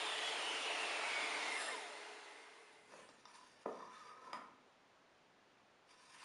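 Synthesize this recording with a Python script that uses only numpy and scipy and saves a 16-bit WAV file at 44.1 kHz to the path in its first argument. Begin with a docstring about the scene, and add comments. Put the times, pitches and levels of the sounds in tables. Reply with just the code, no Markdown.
"""A table saw roars and is switched off: the tooth whine falls through the motor roar and the brake makes the
blade sing. The saw scene crossfades into a second one, where a hollow wooden box is turned, dropped into a
plywood jig, slid against its stop and lifted out, over the quiet hum of the shop, at one microphone. Narrow
noise and tones follow the teeth, shaped noise is the roar and the shop, and pushes and friction noise drive
the modes of the wood."""
import sys
import numpy as np
from scipy import signal
from scipy.io import wavfile
from scipy.ndimage import uniform_filter1d

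SR = 44100
rng = np.random.default_rng(int(sys.argv[2]) if len(sys.argv) > 2 else 0)


def pcm_store(signal):
    """Save signal as 16-bit PCM."""
    levels = np.round(np.clip(np.atleast_2d(signal), -1, 1) * 32767)
    wavfile.write(sys.argv[1], SR, levels.astype(np.int16).T)


def voltage_ratio(decibels):
    """Convert decibels (scalar or array-like) to amplitude ratios, 20 dB per decade."""
    exponent = np.asarray(decibels, float) / 20
    return 10 ** exponent


N = 275594

# blows of the wood, peak levels: (time [s], box [dB], thud of the jig [dB], sharp tick [dB], high ping [dB])
BLOWS = [(2.922, -56, -63, -60, -72), (2.937, -52, -54, -60, -72), (3.089, -55, -55.5, -60, -54),
         (3.2537, -48, -77, -55, -46.5), (3.299, -57, -79, -72, -62), (3.35, -62, -72, -70, -53),
         (3.382, -64, -77, -70, -70), (3.411, -57, -75, -66, -70), (3.613, -69, -81, -69, -64),
         (3.656, -46, -57, -73, -78), (3.659, -36.5, -30.5, -71, -62), (3.69, -47, -52, -75, -75),
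         (3.804, -47.5, -56, -73, -75), (4.331, -35, -49.5, -37.5, -56), (4.343, -38.5, -55, -65, -68),
         (4.416, -51, -54, -65, -68), (5.892, -65, -78, -62, -68), (6.097, -66, -83, -69, -66),
         (6.124, -70, -76, -67, -71), (6.146, -60, -82, -70, -72), (6.17, -57, -80, -70, -70),
         (6.221, -61, -77, -65, -64), (6.228, -60, -79, -60, -68)]
# modes of the hollow box: (frequency [Hz], width [Hz], relative power [dB])
BOX_MODES = [(990, 85, 0), (1100, 70, -6), (1225, 90, 0), (1480, 90, -13), (1780, 110, -9), (2280, 80, -15),
             (2480, 130, -17), (2850, 130, -22), (3600, 60, -16), (3910, 70, -20), (4780, 150, -12),
             (5440, 130, -14), (5830, 110, -18)]
# modes of the plywood jig: (frequency [Hz], width [Hz], relative power [dB])
JIG_MODES = [(180, 92, -12), (251, 78, -6.5), (344, 127, -4.5), (482, 182, 1), (800, 390, -12)]


def saw():
    """Spin-down: the tooth rate falls exponentially, faster once braked; whistles and roar colour follow it,
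    while roar level, hum, flares and ringing have their own curves, times and pitches."""
    # motor roar: (time [s], level [dB])
    roar_curve = [(0, -43.5), (1.45, -43.5), (1.7, -47), (1.82, -51), (2.3, -58), (2.75, -66),
                  (2.95, -75.5)]
    t = np.arange(0, roar_curve[-1][0], 1 / SR)
    roar_db, = columns(roar_curve, t)
    full_hz, coast_tau_s = 3676, 2.9  # tooth whine at switch-off and its slow coasting fall
    brake_s, brake_tau_s, creep_hz = 1.545, 0.205, 300  # the brake pulls the whine towards a creep
    braked = np.maximum(t - brake_s, 0)  # seconds under the brake
    coasting_hz = full_hz * np.exp(-(t - braked) / coast_tau_s)
    hz = creep_hz + (coasting_hz - creep_hz) * np.exp(-braked / brake_tau_s)
    bitten = np.clip((t - brake_s) / 0.089 + 0.5, 0, 1)  # 0 before the brake bites, 1 after
    slowness = (full_hz - hz) / (full_hz - 2030)  # at 2030 Hz the roar has its full coasting colour
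    air, shake, rub = rng.standard_normal((len(t), 3)).T

    whine = tooth_whine(t, hz, braked, bitten, air, shake)
    machine = whine + motor(t, roar_db, slowness, air)
    machine += blade(t, roar_db, braked, shake, whine)
    machine += brake(t, braked, shake, rub)
    out = np.zeros(N)
    out[:len(t)] = machine * np.clip((t[-1] - t) / 0.046, 0, 1)
    return out


def tooth_whine(t, hz, braked, bitten, air, shake):
    """Siren principle: uneven teeth chop the air into fuzzy whistles at fixed shares of the tooth rate."""
    rush_share, under_share = 0.928, 0.45  # the air rush and a motor whistle, as shares of the tooth pitch
    whine_db = -56 - 27 * braked + answer(hz)
    rush_db = -48 - 31 * bitten - 40 * braked  # the air around the teeth collapses under the brake
    # the octave speaks near one resonance at 4830 Hz until the brake bites
    free_octave_db = -66.5 + 3 * np.exp(-((2 * hz - 4830) / 503) ** 2)
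    braked_octave_db = -69 - 8 * braked + answer(2 * hz)
    octave_db = free_octave_db * (1 - bitten) + braked_octave_db * bitten
    under_db = -63 + 4 * bitten - 30 * braked + answer(under_share * hz) * bitten

    whine = voltage_ratio(whine_db) * whistle(air, hz, 50)
    whine += voltage_ratio(rush_db) * whistle(shake, rush_share * hz, 740)
    whine += voltage_ratio(octave_db) * whistle(air, 2 * hz, 40)
    whine += voltage_ratio(under_db) * whistle(air, under_share * hz, 43)

    # a clear tone fades from the start; under the brake the tone clears again, with a trembling pitch
    tremble = 0.024 * evened(uniform_filter1d(uniform_filter1d(air, 900), 900)) * bitten
    phase = 2 * np.pi * np.cumsum(hz * (1 + tremble)) / SR
    clear = voltage_ratio(-53 - 14 * t)
    glide = bitten * voltage_ratio(-59 - 11 * braked + answer(hz))
    whine += (clear + glide) * np.cos(phase)
    whine += bitten * voltage_ratio(octave_db) * np.cos(2 * phase)
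    whine += bitten * voltage_ratio(under_db) * np.cos(under_share * phase)
    return whine * np.clip((2.04 - t) / 0.079, 0, 1)  # the whine ends at 2.04 s


def answer(hz):
    """Forced resonance: boost in dB that the table gives a whistle at hz, with poor radiation at low pitch."""
    # the table answers as a whistle sweeps past: (frequency [Hz], span [Hz], boost [dB])
    table_modes = [(970, 130, 8), (658, 84, 3), (446, 59, 9)]
    boost = sum(db * np.exp(-((hz - mode_hz) / span) ** 2) for mode_hz, span, db in table_modes)
    return boost - 0.5 * np.maximum(420 - hz, 0)  # loses 0.5 dB per Hz below 420 Hz


def motor(t, roar_db, slowness, air):
    """Broadband source: turbulent roar darkens as the speed falls, with a partly tonal, wavering hum."""
    # roar at speed: (frequency [Hz], relative density [dB per Hz])
    fast = [(30, -49), (100, -16.5), (200, -27.5), (270, -14), (430, -5.5), (900, 0.5), (1450, -6),
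            (2730, -1.5), (4000, -7), (6000, -17), (9150, -14.5), (11400, -32.5)]
    # roar of the slowed motor: (frequency [Hz], relative density [dB per Hz])
    slow = [(30, -65), (100, -23), (200, -33.5), (270, -12.5), (430, -16), (700, -7.5), (1500, -10.5),
            (2060, -10), (4000, -16), (6000, -22), (9500, -25), (10700, -34.5), (11400, -68)]
    # wavering hum: (time [s], frequency [Hz], peak level [dB])
    hum = [(0, 424, -57), (.35, 440, -58), (.9, 427, -62), (1.4, 426, -62), (1.75, 416, -60),
           (2.1, 420, -59), (2.35, 412, -64), (2.6, 416, -68), (2.9, 423, -72)]
    hum_hz, hum_db = columns(hum, t)
    roar = voltage_ratio(roar_db) * noise(fast, slow, slowness, 1.38, len(t))
    rough_hum = voltage_ratio(roar_db - 18) * whistle(air, hum_hz, 56)  # its level follows the roar
    clean_hum = voltage_ratio(hum_db) * np.sin(2 * np.pi * np.cumsum(hum_hz) / SR)
    return roar + rough_hum + clean_hum


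def blade(t, roar_db, braked, shake, whine):
    """Forced vibration: motor shaking and the sweeping whine excite the modes of blade and table."""
    # blade and table modes: (frequency [Hz], width [Hz], relative power [dB])
    blade_modes = [(337, 3.8, -12), (447, 23, 6), (650, 25, -3), (671, 17, -3), (747, 16, -3),
                   (848, 3.5, 4.5), (963, 21, 3.5), (1545, 40, -9), (1700, 44, -3), (2050, 14, 8),
                   (2090, 23, -6), (2126, 21, -1), (2244, 18, -10), (2520, 36, -3), (2560, 20, -9),
                   (2673, 12, -6.5), (2797, 30, -1), (2976, 18, -19), (3350, 25, -10), (3680, 24, -19)]
    # against the roar: -12 dB at speed, towards -4 dB once braked, waking from 20 dB lower at the start
    share_db = -12 + 8 * (1 - np.exp(-braked / 0.39)) - 20 * np.exp(-t / 0.49)
    shaken = voltage_ratio(roar_db + share_db) * evened(ring(shake, blade_modes))
    return shaken + voltage_ratio(5.5) * ring(whine, blade_modes)


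def brake(t, braked, shake, rub):
    """Friction-excited vibration: rubbing feeds high blade modes; a screech, flares and clean ringing join."""
    # high blade modes that sing: (frequency [Hz], width [Hz], relative power [dB])
    singing = [(5070, 140, 12.5), (6780, 69, -15), (6900, 60, -13), (7460, 43, 12), (8020, 46, 14),
               (8600, 80, 9.5), (9220, 93, 12), (10200, 90, 14), (10120, 150, 5)]
    # single blade modes flaring up at set times, before and under the brake:
    # (peak time [s], frequency [Hz], width [Hz], level [dB], length [s])
    flares = [(0.503, 2950, 27, -52, 0.11), (0.597, 2797, 22, -55, 0.19), (.78, 2670, 33, -48.5, 0.12),
              (.97, 2700, 25, -54, 0.16), (1.09, 2575, 22, -52, 0.065), (1.118, 2244, 23, -50, .2),
              (1.2, 2135, 30, -54.5, .2), (1.306, 2146, 45, -51.5, 0.09), (1.522, 2129, 38, -43.5, 0.083),
              (1.547, 2040, 40, -48.5, 0.064), (1.563, 2736, 46, -55, 0.19), (1.593, 1765, 56, -46, 0.036),
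              (1.693, 1796, 100, -44.5, 0.017), (1.725, 2115, 78, -47.5, 0.027),
              (1.616, 3672, 66, -56.5, 0.33)]
    # modes that ring on cleanly: (frequency [Hz], level [dB], fade [dB per s])
    ringing = [(640, -52, 34), (829, -62, 13), (2050, -62, 14), (2130, -57, 14)]
    since_bite = t - 1.61
    # the outburst rises at 96 and falls at 68 dB per second
    bite_db = -49.5 - 96 * np.maximum(-since_bite, 0) - 68 * np.maximum(since_bite, 0)
    song = np.hypot(voltage_ratio(-60.5 - 7 * t), voltage_ratio(bite_db)) * evened(ring(rub, singing))
    screech_hz = 9670 - 3500 * np.clip(since_bite, -0.1, 0.4)  # a broad screech sinks through the bite
    song += voltage_ratio(bite_db - 15) * whistle(shake, screech_hz, 420)
    for s, mode_hz, width, db, length in flares:
        swell = np.exp(-2 * ((t - s) / length) ** 2)
        song += voltage_ratio(db) * swell * whistle(rub, mode_hz, width)
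    waver = 1 + 0.002 * evened(uniform_filter1d(uniform_filter1d(rub, 3000), 3000))
    fade_in = np.clip(braked / 0.53, 0, 1)
    for mode_hz, db, db_per_s in ringing:
        tone = np.sin(2 * np.pi * mode_hz * np.cumsum(waver) / SR)
        song += fade_in * voltage_ratio(db - db_per_s * braked) * tone
    return song


def knocks():
    """Impact: a short contact force excites the modes of box and jig, with a bright tick and a high ping."""
    # edge striking edge: (frequency [Hz], width [Hz], relative power [dB])
    tick_modes = [(1870, 2800, -1), (3070, 860, 2), (5030, 320, -2.5), (7100, 2700, -5.5),
                  (9250, 1400, -10)]
    t = np.arange(4096) / SR
    push = np.exp(-0.5 * ((t - 0.0006) / 0.000084) ** 2)  # wood on wood: a contact of under a millisecond
    box, jig = ring(push, BOX_MODES), ring(push, JIG_MODES)
    impulse = 1.0 * (np.arange(len(t)) == 20)
    ping = ring(impulse, BOX_MODES[8:])  # hard corners ping the high modes
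    out = np.zeros(N + len(t))
    grits = rng.standard_normal((len(BLOWS), len(t)))
    for (s, *levels_db), grit in zip(BLOWS, grits):
        tick = ring(grit * voltage_ratio(-60 * t / 0.011), tick_modes)
        start = round(s * SR)
        for db, part in zip(levels_db, (box, jig, tick, ping)):
            out[start:][:len(t)] += voltage_ratio(db) * part / abs(part).max()
    return out[:N]


def rubs():
    """Friction: fine grains of contact noise drive the modes of box and jig, and the grain hisses."""
    # box sliding on the jig: (peak time [s], length [s], box [dB], jig [dB], grip [0-1]);
    # grip 0 leaves the lowest modes free, grip 1 the seating mode just above them
    slides = [(2.958, 0.12, -66.5, -61.5, 0.8), (3.07, 0.12, -69, -86, 0.1), (3.297, .035, -66, -90, 0.2),
              (3.354, 0.025, -58.5, -90, .05), (3.39, .016, -63, -90, 0.1), (3.425, .02, -65.5, -88, 0.1),
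              (3.467, 0.018, -68, -90, .05), (3.54, 0.09, -73, -75.5, .5), (3.807, 0.11, -53, -73, 0.26),
              (3.95, 0.15, -58.5, -77, 0.62), (4.084, 0.15, -57.5, -71, 0.58),
              (4.165, 0.046, -67, -80, .95), (4.29, 0.18, -56, -63.5, 0.4), (5.916, 0.14, -73.5, -78, 0.33),
              (6.113, 0.26, -70, -95, 0.25), (6.137, .03, -72, -95, .1), (6.17, 0.018, -66, -95, .1),
              (6.2, .03, -72, -95, .8), (6.226, 0.017, -56.5, -93, 0.3)]
    # fingers brushing the grain: (peak time [s], length [s], hiss [dB], squeak [dB])
    brushes = [(2.962, 0.17, -65.5, -86), (3.136, 0.24, -75.5, -88), (3.2, 0.022, -80, -70.5),
               (3.3, 0.059, -71, -83), (3.355, 0.049, -66, -78), (3.44, 0.28, -73, -75.5),
               (3.619, 0.026, -68, -86), (3.774, 0.15, -77, -69.5), (3.858, 0.092, -81, -78),
               (3.963, 0.12, -70.5, -68.5), (4.078, 0.14, -75.5, -71), (4.255, 0.11, -74.5, -73),
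               (5.91, 0.06, -72, -72.5), (6.042, 0.19, -70.5, -74), (6.148, 0.093, -67.5, -74),
               (6.227, 0.083, -62, -69)]
    # pitch of the seating mode, higher as the box seats: (time [s], share of its frequency [1])
    seating = [(3.75, 0.86), (3.92, 1.04), (4.05, 0.99), (4.35, 1.09), (4.45, 1.11), (5.9, 1.03)]
    # hiss of wood on wood: (frequency [Hz], relative density [dB per Hz])
    grain = [(1470, -12), (2500, -1), (3260, -6), (4750, -6.5), (7120, -8.5), (7930, -8), (9780, -8.5),
             (11400, -27), (14800, -53), (22000, -120)]
    # powers over time
    low, seated, middle, high, jig, hiss, thud = np.zeros((7, N))
    for s, length, box_db, jig_db, grip in slides:
        held_db = 16.5 * (1 - grip) ** 2
        low += stroke(s, length, box_db - 16.5 * grip ** 2)
        seated += stroke(s, length, box_db - held_db)
        middle += stroke(s, length, box_db - 6.5 - held_db)
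        jig += stroke(s, length, jig_db)
    for s, length, hiss_db, squeak_db in brushes:
        hiss += stroke(s, length, hiss_db)
        middle += stroke(s, length, hiss_db - 3)
        high += stroke(s, length, squeak_db)
    # after each blow box and jig chatter on, below the blow
    for s, box_db, jig_db, tick_db, _ in BLOWS:
        edge = chatter(s, tick_db - 21, 107)  # sharp blows wake the upper modes
        low += chatter(s, box_db - 21, 107)
        seated += voltage_ratio(-3) * edge
        middle += voltage_ratio(-9) * edge
        hiss += voltage_ratio(-20) * edge
        high += chatter(s, tick_db - 34, 107)
        thud += chatter(s, tick_db - 23.5, 69)  # a sharp blow on the stop shakes the jig's low modes
        jig += chatter(s, jig_db - 19, 93)

    box_noise, jig_noise, size = rng.standard_normal((N, 3)).T
    catch = voltage_ratio(1.26 * evened(uniform_filter1d(size, 300)))  # the contact catches and slips
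    grains = box_noise * catch
    lift, = columns(seating, np.arange(N) / SR)
    # rubbing broadens the three lowest modes
    low_modes = [(hz, 1.5 * w, db) for hz, w, db in BOX_MODES[:2]]
    seating_modes = [(hz * lift, 1.2 * w, db) for hz, w, db in BOX_MODES[2:3]]
    high_modes = BOX_MODES[8:]
    drift = uniform_filter1d(rng.standard_normal((N // 256 + 1, len(high_modes))), 14, axis=0)
    wander = voltage_ratio(2.5 * evened(drift)).repeat(256, axis=0)[:N].T  # each high mode comes and goes

    # the main modes stand out steeply: two passes
    sound = np.sqrt(low) * evened(ring(ring(grains, low_modes), low_modes))
    sound += np.sqrt(seated) * evened(ring(ring(grains, seating_modes), seating_modes))
    sound += np.sqrt(middle) * evened(ring(grains, BOX_MODES[3:8]))
    squeak = sum(ring(grains * w, [mode]) for w, mode in zip(wander, high_modes))
    sound += np.sqrt(high) * evened(squeak)
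    sound += np.sqrt(jig) * evened(ring(jig_noise, JIG_MODES))
    sound += np.sqrt(thud) * evened(ring(ring(size, JIG_MODES[:2]), JIG_MODES[:2]))
    return sound + np.sqrt(hiss) * noise(grain, grain, np.zeros(N), 3.5, N) * catch


def stroke(s, length, db):
    """Friction envelope: power of a swell peaking at s, 14 dB down one length later; it rises faster."""
    u = (np.arange(N) / SR - s) / length
    u = np.where(u < 0, u / 0.63, u)
    return voltage_ratio(db - 14 * np.minimum(u ** 2, 20)) ** 2


def chatter(s, db, db_per_s):
    """Exponential decay: power of the chatter that swells in over 22 ms after a blow at s and dies away."""
    since = np.arange(N) / SR - s
    return np.clip(since / 0.022, 0, 1) * voltage_ratio(db - db_per_s * np.maximum(since, 0)) ** 2


def shop():
    """Noise of fixed colour: hum and air of the workshop, crossfaded in by hand as the saw scene fades out."""
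    # (frequency [Hz], relative density [dB per Hz])
    colour = [(25, -15), (60, -17), (120, -7.5), (240, -3), (500, -2.5), (860, -2.5), (1670, -6.5),
              (3330, -12.5), (6000, -20.5), (9000, -27.5), (11400, -41)]
    # (time [s], level [dB])
    level = [(0, -70), (2.3, -83), (2.9, -68.5), (4.5, -69), (6.3, -70)]
    level_db, = columns(level, np.arange(N) / SR)
    return voltage_ratio(level_db) * noise(colour, colour, np.zeros(N), 0.35, N)


def room(x):
    """Reverberation: sparse reflections of random sign, each band dying exponentially at its own speed."""
    # (frequency [Hz], time to fall 60 dB [s])
    decay = [(200, 0.8), (600, 0.51), (1500, 0.64), (4000, 0.3), (10000, 0.36)]
    taps = np.zeros(SR)
    at = np.arange(80, SR - 20, 20)  # one tap in every 20 samples
    taps[at + rng.integers(0, 20, len(at))] = rng.choice([-1.0, 1.0], len(at))
    hz, t, z = signal.stft(taps, SR, nperseg=256)
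    t60 = np.maximum(read(decay, hz), 0.05)[:, None]
    tail = signal.istft(z * voltage_ratio(-60 * t / t60), SR, nperseg=256)[1]
    return signal.fftconvolve(x, tail / np.linalg.norm(tail))[:N]


def resonate(x, hz, width):
    """Heterodyne resonance of gain 1: shifts hz (a number or curve) to zero, smooths, and shifts back."""
    turn = np.exp(2j * np.pi * np.cumsum(hz * np.ones(len(x))) / SR)
    r = np.exp(-np.pi * abs(width) / SR)
    return 2 * (turn * signal.lfilter([1 - r], [1, -r], x / turn)).real


def ring(x, modes):
    """Modal superposition: sums a body's resonances to x, signs alternating; dB gives the power of each."""
    return sum((-1) ** k * voltage_ratio(db) * resonate(x, hz, w) / np.sqrt(abs(w))
               for k, (hz, w, db) in enumerate(modes))


def whistle(x, hz, width):
    """Narrow-band noise: x through a steep double resonance, at an rms of 1."""
    return evened(resonate(resonate(x, hz, width), hz, width))


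def noise(first, second, blend, patchy_db, length):
    """Coloured noise: random short-time spectra of rms 1, blended between two colours, in drifting patches."""
    frames, hz = length // 256 + 5, np.fft.rfftfreq(1024, 1 / SR)
    a, b, patches = rng.standard_normal((frames, 513, 3)).T
    patches = evened(uniform_filter1d(uniform_filter1d(patches, 9, 0), 12, 1))
    share = np.clip(blend, 0, 1)[np.minimum(np.arange(frames) * 256, length - 1)]
    colour = voltage_ratio(read(first, hz)[:, None] * (1 - share) + read(second, hz)[:, None] * share)
    colour /= np.sqrt((colour ** 2).mean(0))
    spectra = (a + 1j * b) * colour * voltage_ratio(patchy_db * patches)
    return evened(signal.istft(spectra, nperseg=1024, noverlap=768)[1][:length])


def evened(x):
    """Power normalisation: scales to an rms of 1."""
    return x / np.sqrt(np.mean(x ** 2) + 1e-20)


def read(points, hz):
    """Interpolation on a logarithmic frequency axis, from a table of (frequency [Hz], value)."""
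    f, value = np.transpose(points)
    return np.interp(np.log(hz + 1), np.log(f + 1), value)


def columns(rows, t):
    """Linear interpolation in time: joins the rows of a curve by straight lines."""
    s, *values = np.transpose(rows)
    return [np.interp(t, s, v) for v in values]


def scene():
    """Superposition: direct and reverberant sound add at one microphone, copied to both channels."""
    machine, blows = saw(), knocks()
    low_cut = signal.butter(2, 170, "high", fs=SR, output="sos")  # small bodies radiate little bass
    near = signal.sosfilt(low_cut, machine + rubs() + blows)
    mix = near + room(voltage_ratio(-6.5) * blows + voltage_ratio(-11.5) * near) + shop()
    return np.array([mix, mix])


def top_cut(x):
    """Nothing passes above the cut-off."""
    return signal.sosfilt(signal.butter(12, 11540, fs=SR, output="sos"), x)


def record(dry):
    """Linear filtering: a narrow dip in the microphone's treble and a band limit, then faint dither."""
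    dipped = dry[0] - 1.03 * resonate(dry[0], 7880, 530)
    low_pass = signal.firwin(511, 11540, window=("kaiser", 9), fs=SR)
    limited = signal.oaconvolve(dipped, low_pass, "same")
    dithered = limited + voltage_ratio(-100) * rng.standard_normal(N)
    return top_cut(np.array([dithered, dithered]))


dry = scene()
out = record(dry)
pcm_store(out)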